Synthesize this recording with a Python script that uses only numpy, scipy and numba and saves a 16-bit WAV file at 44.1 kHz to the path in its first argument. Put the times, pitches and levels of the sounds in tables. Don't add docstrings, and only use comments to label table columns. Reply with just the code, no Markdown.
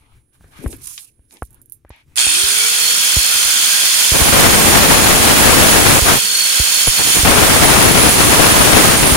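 import sys
import numpy as np
from scipy import signal
from scipy.fft import rfft, irfft, next_fast_len
from scipy.io import wavfile
from scipy.ndimage import uniform_filter1d
from numba import njit

SR = 44100
rng = np.random.default_rng(int(sys.argv[2]) if len(sys.argv) > 2 else 0)


def dump_mix(stems):
    frames = np.atleast_2d(stems).T
    limited = np.clip(frames, -1, 1)
    pcm = np.round(limited * 32767).astype(np.int16)
    wavfile.write(sys.argv[1], SR, pcm)


def ratio_of_db(decibels):
    return 10 ** (np.asarray(decibels, float) / 20)


N = 403956
TIME = np.arange(N) / SR
SWITCH_S, HANDLING_S = 2.157, 2.25


# (time [s], level [dB])
FACING = [(2.17, 4), (2.25, 0), (2.55, 0.4), (3.7, 1.5), (4.1, 2), (4.77, 1.5), (5.92, 1.5), (6.05, 0.5),
          (6.12, 3), (6.21, -2), (6.6, 0.7), (6.96, 0.5), (7.15, 3), (7.27, -0.5), (7.69, 0.5), (8.92, 0.4),
          (9.04, -2), (9.16, 0)]


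def motor(bite_db):
    since = np.maximum(TIME - SWITCH_S, 0)
    facing_db = np.interp(TIME, *np.transpose(FACING))
    wake = np.exp(-(since / 0.015) ** 2)
    load = np.clip(bite_db.mean(axis=0) / 20 + 1.5, 0, 1)
    mains_hz = 60
    throb = 1 + 0.75 * np.exp(-since / 0.076) * np.cos(4 * np.pi * mains_hz * (TIME - 2.175))
    housing_db = -24.5 - 6 * load + 0.85 * facing_db - 26 * wake
    fan_db = -14 - 0.45 * load + 1.45 * facing_db - 21 * wake - 2.5 * np.exp(-since / 0.8)
    brush_db = -12 + 1.03 * facing_db - 12 * wake
    fan, brushes = fan_and_brushes(load, since)
    out = ratio_of_db(housing_db) * housing_chatter() + ratio_of_db(fan_db) * fan + ratio_of_db(brush_db) * brushes
    return (out + armature_hum()) * np.clip(since / .001, 0, 1) * throb


# (centre [Hz], width [Hz], left level [dB], right level [dB])
HOUSING = [(1490, 370, -9.5, -11.5), (2190, 530, -7.5, -7.5), (3200, 450, 6, 2), (4416, 290, 3, 6),
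           (4894, 140, 3, 0), (5600, 470, 1, 4.5), (6350, 1000, -3, 5), (6870, 90, -1, -6),
           (2575, 330, -7, -7.5), (3505, 99, -2.5, -7), (5134, 110, -3, -4), (5480, 67, -10, -8),
           (6026, 140, -2, -9.5), (7170, 250, -3.5, -16), (8670, 280, -17, -2)]


def housing_chatter():
    chatter = pair(0.58)
    out = np.zeros((2, N))
    for hz, width, *db in HOUSING:
        level = ratio_of_db(np.c_[db] + 1.2 * walk(11))
        out += level * ring(chatter, hz * (1 + 0.0084 * walk(4)), width)
    return out


# (frequency [Hz], density [dB per Hz])
ROAR = [(40, -36), (200, -15.5), (800, -12.5), (1500, -5), (2800, 4), (6000, 2.5), (9000, 2.5), (16000, -5)]


def fan_and_brushes(load, since):
    roar = unit(colour(pair(0.28), ROAR)) * ratio_of_db(0.86 * walk(35))
    fan = colour(roar, [(20, 0), (6500, 0), (8500, -40), (20000, -40)])
    air = colour(roar, [(20, -40), (10300, -40), (11300, 0), (20000, 0)])
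    hiss = (roar - fan - air) * rattle(3.0 * (1 - load))
    return fan, hiss + air * ratio_of_db(-7 * np.exp(-since / 0.25))


# (start [s], end [s], first speed [Hz], time to halve the shortfall [s], hum [dB])
RUN_UPS = [
    (2.25, 4.12, 250, .28, -0.5),
    (6.19, 6.95, 442, .5, -3),
]
# (speed [Hz], level [dB])
HUM = [(250, -49), (370, -40.5), (445, -41.5), (500, -48.5), (540, -52), (552, -58)]


def armature_hum():
    free_hz = 593
    out = np.zeros((2, N))
    for start, end, from_hz, half_s, db in RUN_UPS:
        hz = free_hz - (free_hz - from_hz) / (1 + np.maximum(TIME - start, 0) / half_s)
        turn = 2 * np.pi * np.cumsum(hz) / SR
        hum_db = np.interp(hz, *np.transpose(HUM)) + db + stroke(start + 0.036, end, .05, .05)
        tone = np.array([0.47 * np.sin(turn - 1.3), np.sin(turn)])
        out += ratio_of_db(hum_db + 7.0 + 2.3 * walk(12)) * tone
    return out


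# (centre [Hz], width [Hz], change [dB])
NOTCHES = [(2860, 57, -4), (3717, 170, -4), (4640, 70, -2.5), (5340, 74, -5), (6630, 52, 1),
           (7640, 160, -3.5), (8340, 100, -3), (13400, 250, 2)]


def notched(x):
    size = next_fast_len(N)
    hz = np.fft.rfftfreq(size, 1 / SR)
    change_db = sum(db * np.exp(-((hz - f) / width) ** 2) for f, width, db in NOTCHES)
    return irfft(rfft(x, size) * ratio_of_db(change_db), size)[..., :N]


# (start [s], end [s], overload [dB], left minus right [dB])
BITES = [(4.127, 4.327, -29, 1), (4.154, 4.164, -19.5, 2), (4.198, 4.298, -22, 1), (4.334, 5.989, -15, 4.5),
         (6.017, 6.06, -25.5, 3), (6.066, 6.14, -19.5, 5.5), (6.147, 6.179, -23.5, 3),
         (6.995, 7.015, -28, 5), (7.062, 7.101, -28.5, 5), (7.16, 7.173, -23.5, 7), (7.19, 7.209, -25.5, 6),
         (7.255, 9.032, -15, 5), (9.035, 9.2, -16, 5)]


def contact_db():
    lean_db = leaning_db()
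    level = ratio_of_db(-33 + stroke(6.95, 7.25, 0.066, .04)) + 1e-6
    for start, end, db, pan_db in BITES:
        ports_db = np.array([[5.0 + pan_db / 2], [7.5 - pan_db / 2]])
        level = level + ratio_of_db(db + lean_db + stroke(start, end, 0.015, 0.017) + ports_db)
    return 20 * np.log10(level)


# (time [s], level [dB])
LEANS = [(4.36, -1), (4.44, 0.5), (4.52, -2.5), (4.62, 0), (4.79, -0.5), (5.05, -0.5), (5.09, 0),
         (5.19, -2), (5.36, -1.5), (5.44, 0.5), (5.77, 0.5), (5.84, -3), (5.89, 0.5), (6.1, 3.5), (7.3, 0),
         (7.63, 0.5), (7.91, -1), (7.94, -1.5), (8.01, -2), (8.1, -2), (8.15, -3), (8.27, -2), (8.79, 2),
         (8.55, 0.5), (8.98, -3), (9.04, -5), (9.11, -2)]


def leaning_db():
    return sum(db * np.exp(-((TIME - s) / 0.026) ** 2) for s, db in LEANS)


# (start [s], end [s], centre [Hz], width [Hz], level [dB])
SQUEALS = [(4.12, 4.36, 9255, 90, -22), (4.18, 4.85, 11855, 170, -22), (4.3, 4.8, 8735, 70, -18.5),
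           (4.62, 5.25, 10450, 150, -22), (5.28, 6.0, 11405, 180, -21.5), (4.2, 6.15, 6925, 180, -25),
           (6.04, 6.14, 10755, 450, -21), (7.46, 7.72, 10800, 150, -19), (7.62, 8.16, 10470, 150, -18),
           (8.42, 8.66, 10050, 110, -19), (8.6, 8.85, 9900, 200, -23), (8.76, 9.04, 9480, 130, -22),
           (4.45, 4.65, 12705, 200, -27), (5.75, 6.0, 11050, 250, -24), (4.85, 5.15, 12750, 200, -29)]
# (start [s], end [s], centre [Hz], width [Hz], level [dB])
RINGS = [(4.13, 4.6, 10560, 170, -23), (4.6, 4.8, 14955, 150, -28), (6.866, 6.9, 10855, 90, -12.5),
         (6.97, 7.95, 8660, 110, -23.5), (8.0, 8.5, 10290, 190, -18.5), (8.55, 8.95, 10260, 200, -22),
         (8.98, 9.2, 10255, 300, -21), (7.3, 9.2, 6875, 220, -28), (5.0, 5.2, 11505, 200, -24.5),
         (5.3, 6.1, 15725, 80, -27), (4.95, 6.0, 9405, 150, -26), (4.8, 6.1, 7945, 160, -25),
         (5.12, 6.06, 10270, 110, -20.5), (7.26, 7.52, 10720, 280, -20), (7.1, 7.24, 10700, 350, -23),
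         (6.97, 7.26, 9180, 130, -24), (7.0, 7.2, 6990, 110, -22), (7.4, 8.9, 7980, 120, -28),
         (8.0, 9.2, 8480, 100, -24), (9.05, 9.2, 9250, 200, -21), (5.2, 6.0, 8660, 130, -27)]
# (start [s], end [s], centre [Hz], width [Hz], level [dB])
WHINES = [
    [(2.18, 2.4, 2520, 270, -24.5), (2.18, 2.55, 3800, 130, -24), (2.55, 3.6, 3260, 200, -31),
     (2.18, 2.3, 6950, 120, -23), (2.18, 2.45, 8200, 190, -21), (6.2, 6.9, 1540, 78, -37.5),
     (2.17, 4.1, 1474, 210, -34)],
    [(2.2, 3.3, 4375, 120, -27), (3.65, 4.15, 4900, 140, -23.5), (6.5, 7.3, 6930, 110, -29),
     (2.2, 2.6, 9360, 920, -24.5)],
]
# (start [s], end [s], centre [Hz], width [Hz], level [dB])
GEARS = [
    (2.56, 2.7, 2195, 40, -26),
    (6.2, 6.36, 190, 15, -47),
]
# (start [s], end [s], centre [Hz], width [Hz], level [dB])
FLUTTERS = [
    (6.21, 6.5, 4370, 45, -21),
    (6.44, 6.7, 4375, 40, -22),
    (6.68, 6.88, 4350, 40, -21.5),
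    (6.95, 7.02, 4400, 60, -23),
]


def squeals():
    cut = glides(SQUEALS, -.024, 0.9, 0.29) + glides(RINGS, -.01, 0.8, 0.29)
    whines = glides(WHINES[0], 0, 1.7, 1.8) + glides(WHINES[1], 0, -3.5, 2.9, rattle_db=5.5)
    gears = glides(GEARS, .065, 2.7, 0) + glides(FLUTTERS, 0, -1.0, 0.67, rattle_db=8.5)
    return cut + whines + gears


# (frequency [Hz], density [dB per Hz])
SPLATTER = [
    [(20, -8.5), (60, 1.5), (300, 0), (1000, -7), (2500, -10), (6000, -19.5), (16000, -39)],
    [(20, -12), (60, 2), (300, 0.5), (1000, -6.5), (2500, -6), (6000, -9.5), (16000, -12.5)],
]
# (frequency [Hz], density [dB per Hz])
GRIT = [(300, -21), (700, 0.5), (1500, -2.5), (3000, -18)]


def overload(bite_db):
    kicks = rng.standard_normal((2, N)) * ratio_of_db(2.46 * rng.exponential(size=(2, N)))
    bursts = ratio_of_db(np.array([1.96 * walk(90) + 1.0 * walk(12) + 1.1 * walk(35) for _ in range(2)]))
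    kicks = kicks * bursts
    splatter = np.array([unit(colour(k, c)) for k, c in zip(kicks, SPLATTER)])
    grit = ratio_of_db(-14.5 + 3.6 * leaning_db()) * unit(colour(kicks, GRIT))
    slips = rng.uniform(-1, 1, (2, N)) * (rng.random((2, N)) < 45 / SR)
    pops = unit(colour(slips, [(25, -10), (65, -2.5), (250, -3.0), (700, -8.0), (3000, -46)]))
    return ratio_of_db(bite_db) * (splatter + grit) + ratio_of_db(-46.0) * pops * (TIME > SWITCH_S)


# (time [s], thump [dB], crack
# minus thump [dB], left minus right [dB])
KNOCKS = [(0.409, -48, -5, 0), (0.443, -42, -2, 0), (0.661, -13.5, -10, 3), (1.193, -44, -17, 0),
          (1.422, -21.5, 0.5, 0), (1.849, -43, 0.5, 0), (1.904, -33.5, -2, -0.5), (2.268, -29, 5, -1),
          (2.437, -28.5, -5, -3), (3.1674, -10, -22, -1), (3.355, -39, 0, 0), (3.452, -35, 2, 0),
          (3.48, -43, 5, 2), (3.835, -45, 17, 0)]
# (time [s], thump [dB], crack minus thump [dB], left minus right [dB])
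JOLTS = [
    (4.1197, -11.5, -14, -1),
    (4.214, -10.5, -19, 11),
    (6.021, -10.5, -15, -9),
    (6.5997, -11.5, -22, -2),
    (6.996, -25, -3, -2),
    (7.189, -18, -11, -11),
    (7.233, -9, -16, -2),
    (9.02, -16, -16, 2),
    (9.12, -7, -16, 0),
]
# (time [s], thump [dB], crack minus thump [dB], left minus right [dB], swing [Hz])
BUMPS = [
    (.59, -37, -23, 14, 136),
    (.627, -38, -25, 6, 270),
    (.641, -26.5, -28, 15, 251),
    (0.73, -33.5, -24, 11, 325),
    (6.8731, -16.5, -2, 8, -120),
    (6.878, -14, -5, 9, 22),
    (7.167, -22, -7, 5, 110),
]


def knocks():
    out = np.zeros((2, N + SR))
    t = np.arange(SR // 8) / SR
    for s, db, crack_db, pan_db, hz in [k + (66.5,) for k in KNOCKS] + [j + (60.5,) for j in JOLTS] + BUMPS:
        turns = abs(hz) * (0.74 * t + 0.0064 * (1 - np.exp(-t / 0.0082)))
        rise = np.minimum(0.54 + t / .014, 1) * np.minimum(t / 0.00047, 1)
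        swing = 1.53 * np.sin(2 * np.pi * turns + 1.45) * rise * np.exp(-(t / 0.016) ** 1.46)
        scrape = uniform_filter1d(rng.standard_normal(len(t)), size=12) * np.exp(-t / 0.0038)
        shove = np.exp(-((t - .0008) / 0.00018) ** 2) + 0.87 * scrape
        crack = svf(uniform_filter1d(shove, size=9), 800 + 0 * t, 3000.0)
        hit = np.sign(hz) * ratio_of_db(db) * (swing + ratio_of_db(crack_db + 11.5) * crack)
        first = int(s * SR)
        out[:, first:first + len(t)] += hit * pan(pan_db)
    return out[:, :N]


# (time [s], level [dB], 60 dB decay [s])
TICKS = [
    (0.7282, -26, 0.027),
    (0.8766, -30, 0.03),
    (1.37, -38, .04),
    (0.9785, -17.5, 0.08),
    (1.309, -40, 0.04),
    (1.906, -40, 0.064),
    (2.159, -25, 0.04),
]
# (time [s], level [dB], 60 dB decay [s])
SNICKS = [(0.7657, -37, 0.051), (1.0075, -36, 0.036), (1.0296, -47, .055), (1.339, -41, 0.075),
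          (1.4306, -33, .04), (1.4514, -41, .06), (1.4614, -43, .06), (1.5065, -42, .06),
          (1.5294, -43, .06), (1.5444, -40, 0.055), (1.616, -37, 0.066), (1.6586, -45, .06),
          (1.698, -40, .06), (1.722, -28, .11), (1.8936, -44, .046), (1.962, -55, .05)]


def ticks():
    out = np.zeros((2, N + SR))
    t = np.arange(SR // 8) / SR
    kinds = ((TICKS, 4020, .95, [[3.0], [3.0]]), (SNICKS, 11300, .5, [[-4.0], [9.0]]))
    for table, hz, spread, ports_db in kinds:
        for s, db, t60 in table:
            fall = np.exp(-t / 0.00045) + 0.2 * ratio_of_db(-60 * t / max(t60, .005))
            click = fall * ring(rng.standard_normal((2, len(t))), hz, spread * hz)
            first = int(s * SR)
            out[:, first:first + len(t)] += ratio_of_db(db + np.array(ports_db)) * click
    return out[:, :N]


STILL_DB = -79
# (peak [s], level [dB], swell [s], fade [s])
RUBS = [(0., -58.5, .01, 0.23), (.135, -60, .08, .08), (.35, -56, .03, 0.045), (.56, -46, 0.14, 0.25),
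        (.73, -35, 0.0066, 0.033), (.79, -57, .05, .08), (.99, -59, 0.03, 0.12),
        (1.34, -53.5, 0.037, 0.074), (1.57, -64, 0.098, 0.045), (1.92, -48, 0.033, .1),
        (1.99, -49.5, .1, 0.06), (2.15, -62, .09, .05)]
# (frequency [Hz], density [dB per Hz])
RUB = [(400, -28), (900, 7), (2500, 13.5), (4000, -5), (6000, -29), (9000, -28)]
# (peak [s], level [dB], swell [s], fade [s])
RUSTLES = [(0., -64, .01, .03), (.35, -56, .03, .04), (.58, -54, 0.18, .1), (.72, -40, 0.19, 0.074),
           (.89, -32.5, 0.11, 0.17), (1.01, -37.5, .04, 0.083), (1.325, -45.5, 0.038, .07),
           (1.08, -60, .05, .1), (1.44, -49, .08, 0.055), (1.99, -66, .08, .06), (1.73, -62, .06, .055)]
# (frequency [Hz], density [dB per Hz])
RUSTLE = [(3000, -23), (6000, -5), (8000, -3), (11000, 0), (13000, -19), (16000, -28)]
# (start [s], end [s], centre [Hz], width [Hz], level [dB])
SCUFFS = [
    (.84, .94, 1260, 350, -55),
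    (.8, 1.1, 3000, 500, -61),
    (1.5, 1.62, 1200, 900, -70),
    (1.86, 1.9, 1500, 1000, -66),
    (0.79, 0.95, 5800, 900, -58),
    (1.31, 1.39, 750, 300, -64),
    (1.3, 1.38, 5700, 900, -60),
]


def hands():
    rub = gestures(RUBS, STILL_DB) * ratio_of_db(-2.5 + 2.0 * walk(61.4)) * patchy(pair(0.39), RUB, 4.0)
    grains = ratio_of_db(np.array([[-3.0], [-1.5]]) + 3.3 * walk(150))
    rustle = gestures(RUSTLES, STILL_DB) * grains * patchy(pair(0.28), RUSTLE, 2.0)
    return rub + rustle + glides(SCUFFS, 0, 0, 2.0)


# (peak [s], level [dB], swell [s], fade [s])
BENCH = [
    (0., -57, .01, 0.23),
    (.5, -51, 0.12, .2),
    (.7, -39.5, 0.16, 0.18),
    (.9, -65, .1, 0.59),
    (1.48, -59, 0.21, 0.22),
    (2.15, -56, .13, .1),
]
# (peak [s], level [dB], swell [s], fade [s])
RATTLES = [
    (.65, -41, 0.057, 0.1),
    (1.345, -57, 0.035, 0.056),
    (1.6, -68, .1, 0.12),
]
# (frequency [Hz], density [dB per Hz])
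RUMBLE = [(25, 8), (65, 9.5), (130, 9.5), (300, -24.5)]


def bench():
    weight = gestures(BENCH, -66)
    shake = rng.standard_normal(N) + 0.36 * rng.standard_normal((2, N))
    rumble = weight * ratio_of_db(1.5 + 5.4 * walk(12)) * unit(colour(shake, RUMBLE))
    rattling = gestures(RATTLES, STILL_DB) + weight * ratio_of_db(-14.5)
    return rumble + rattling * pan(5) * ring(shake, 280.0, 167)


def cavity():
    level = ratio_of_db(-66.5 + 1.1 * walk(6) - 17 * (TIME > 1.78))
    return level * ring(rng.standard_normal((2, N)), 9900.0, 1500)


def glides(table, slide, pan_db, flutter_db, rattle_db=0):
    out = np.zeros((2, N + SR))
    for start, end, hz0, width, db in table:
        n = int((end - start) * SR)
        along = np.arange(n) / n
        level = ratio_of_db(db + 2.4 * walk(14, n) + flutter_db * walk(130, n))
        swell = np.sin(np.pi * along) ** 0.29 * level
        hz = hz0 * (1 + slide * along) + 0.3 * width * walk(12, n)
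        first = int(start * SR)
        out[:, first:first + n] += swell * rattle(rattle_db, n) * ring(pair(0.74, n), hz, width)
    return out[:, :N] * pan(pan_db)


def rattle(depth_db, size=N):
    hz = 54.9 * (1 + 0.2 * walk(30, size))
    return ratio_of_db(depth_db * np.cos(2 * np.pi * np.cumsum(hz) / SR))


def patchy(noise, points, patchy_db):
    hz, db = np.transpose(points)
    out, size = np.zeros((2, N)), int(HANDLING_S * SR)
    for f in hz[0] * (hz[-1] / hz[0]) ** np.linspace(0, 1, num=12):
        band_db = np.interp(np.log(f), np.log(hz), db) + 10 * np.log10(f) + patchy_db * walk(18, size)
        out[:, :size] += ratio_of_db(band_db) * ring(noise[:, :size], f, f / 3)
    return out / np.std(out[:, :size])


def gestures(table, still_db):
    power = ratio_of_db(2 * still_db)
    for s, db, swell, fade in table:
        power = power + ratio_of_db(2 * (db + stroke(s, s, swell, fade)))
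    return np.sqrt(power)


def stroke(start, end, swell_s, fade_s):
    before = np.maximum(start - TIME, 0) / max(swell_s, .003)
    after = np.maximum(TIME - end, 0) / max(fade_s, .003)
    return -20 * np.minimum(before ** 2 + after ** 2, 9)


def pan(db):
    return ratio_of_db(np.array([[db], [-db]]) / 2)


def walk(rate, size=N):
    k = int(SR / rate)
    steps = np.repeat(rng.standard_normal(size // k + 2), k)
    return uniform_filter1d(steps, k)[k // 2:][:size]


def pair(likeness, size=N):
    shared, own = rng.standard_normal(size), rng.standard_normal((2, size))
    share = np.clip(likeness, 0, 1)
    left_lag = 52
    return np.sqrt(share) * np.array([np.roll(shared, left_lag), shared]) + np.sqrt(1 - share) * own


def ring(x, hz, width):
    centre = hz + 0 * x[0]
    return unit(np.array([svf(svf(c, centre, 1.36 * width), centre, 1.36 * width) for c in x]))


@njit
def svf(x, hz, width):
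    y, band, low = np.empty(len(x)), 0., 0.
    for i in range(len(x)):
        g, k = np.tan(np.pi * hz[i] / SR), width / hz[i]
        v = (band + g * (x[i] - low)) / (1 + g * (g + k))
        band, low, y[i] = 2 * v - band, low + 2 * g * v, k * v
    return y


def colour(x, points):
    hz, db = np.transpose(points)
    size = next_fast_len(N)
    gain = ratio_of_db(np.interp(np.log(np.fft.rfftfreq(size, 1 / SR) + 1), np.log(hz), db))
    return irfft(rfft(x, size) * gain, size)[..., :N]


def unit(x):
    return x / np.sqrt(np.mean(x ** 2, axis=-1, keepdims=True))


# (frequency [Hz], level [dB])
PORTS = [
    [(20, 2.5), (1400, 4), (1750, -0.5), (2200, 2.5), (3400, -3), (3800, -2), (4300, -4), (5300, -6.5),
     (6000, -2.5), (8000, -3.5), (9300, -11.5), (10600, -93), (16000, -103)],
    [(20, -3), (1000, 3), (3400, -2), (3800, 0.5), (4300, -3.5), (7000, -1), (7900, -2), (9600, 5.5),
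     (11500, 0.5), (14000, 1), (16000, -0.5)],
]


def scene():
    bite_db = contact_db()
    tool = notched(motor(bite_db) + squeals())
    handling = (hands() + bench() + cavity()) * (TIME < HANDLING_S)
    air = tool + handling + ticks()
    heard = np.array([colour(c, p) for c, p in zip(air, PORTS)])
    return heard + knocks() + overload(bite_db)


def low_pass(x):
    return signal.sosfilt(signal.butter(12, 16370, fs=SR, output="sos"), x)


# (frequency [Hz], level [dB])
MUFFLE = [(20, 0), (8400, 0), (9400, -9), (10500, -11), (10900, -45), (11700, -45), (12200, -26),
          (16000, -23)]


def record(dry):
    ceiling = np.array([[1.7], [1.1]])
    soft = ceiling * np.tanh(dry / ceiling)
    soft[0] = colour(soft[0], MUFFLE)
    steep = signal.ellip(10, .2, 70, 15750, fs=SR, output="sos")
    mix = np.clip(signal.sosfilt(steep, soft), -1, 1)
    return low_pass(mix)


dry = scene()
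out = record(dry)
dump_mix(out)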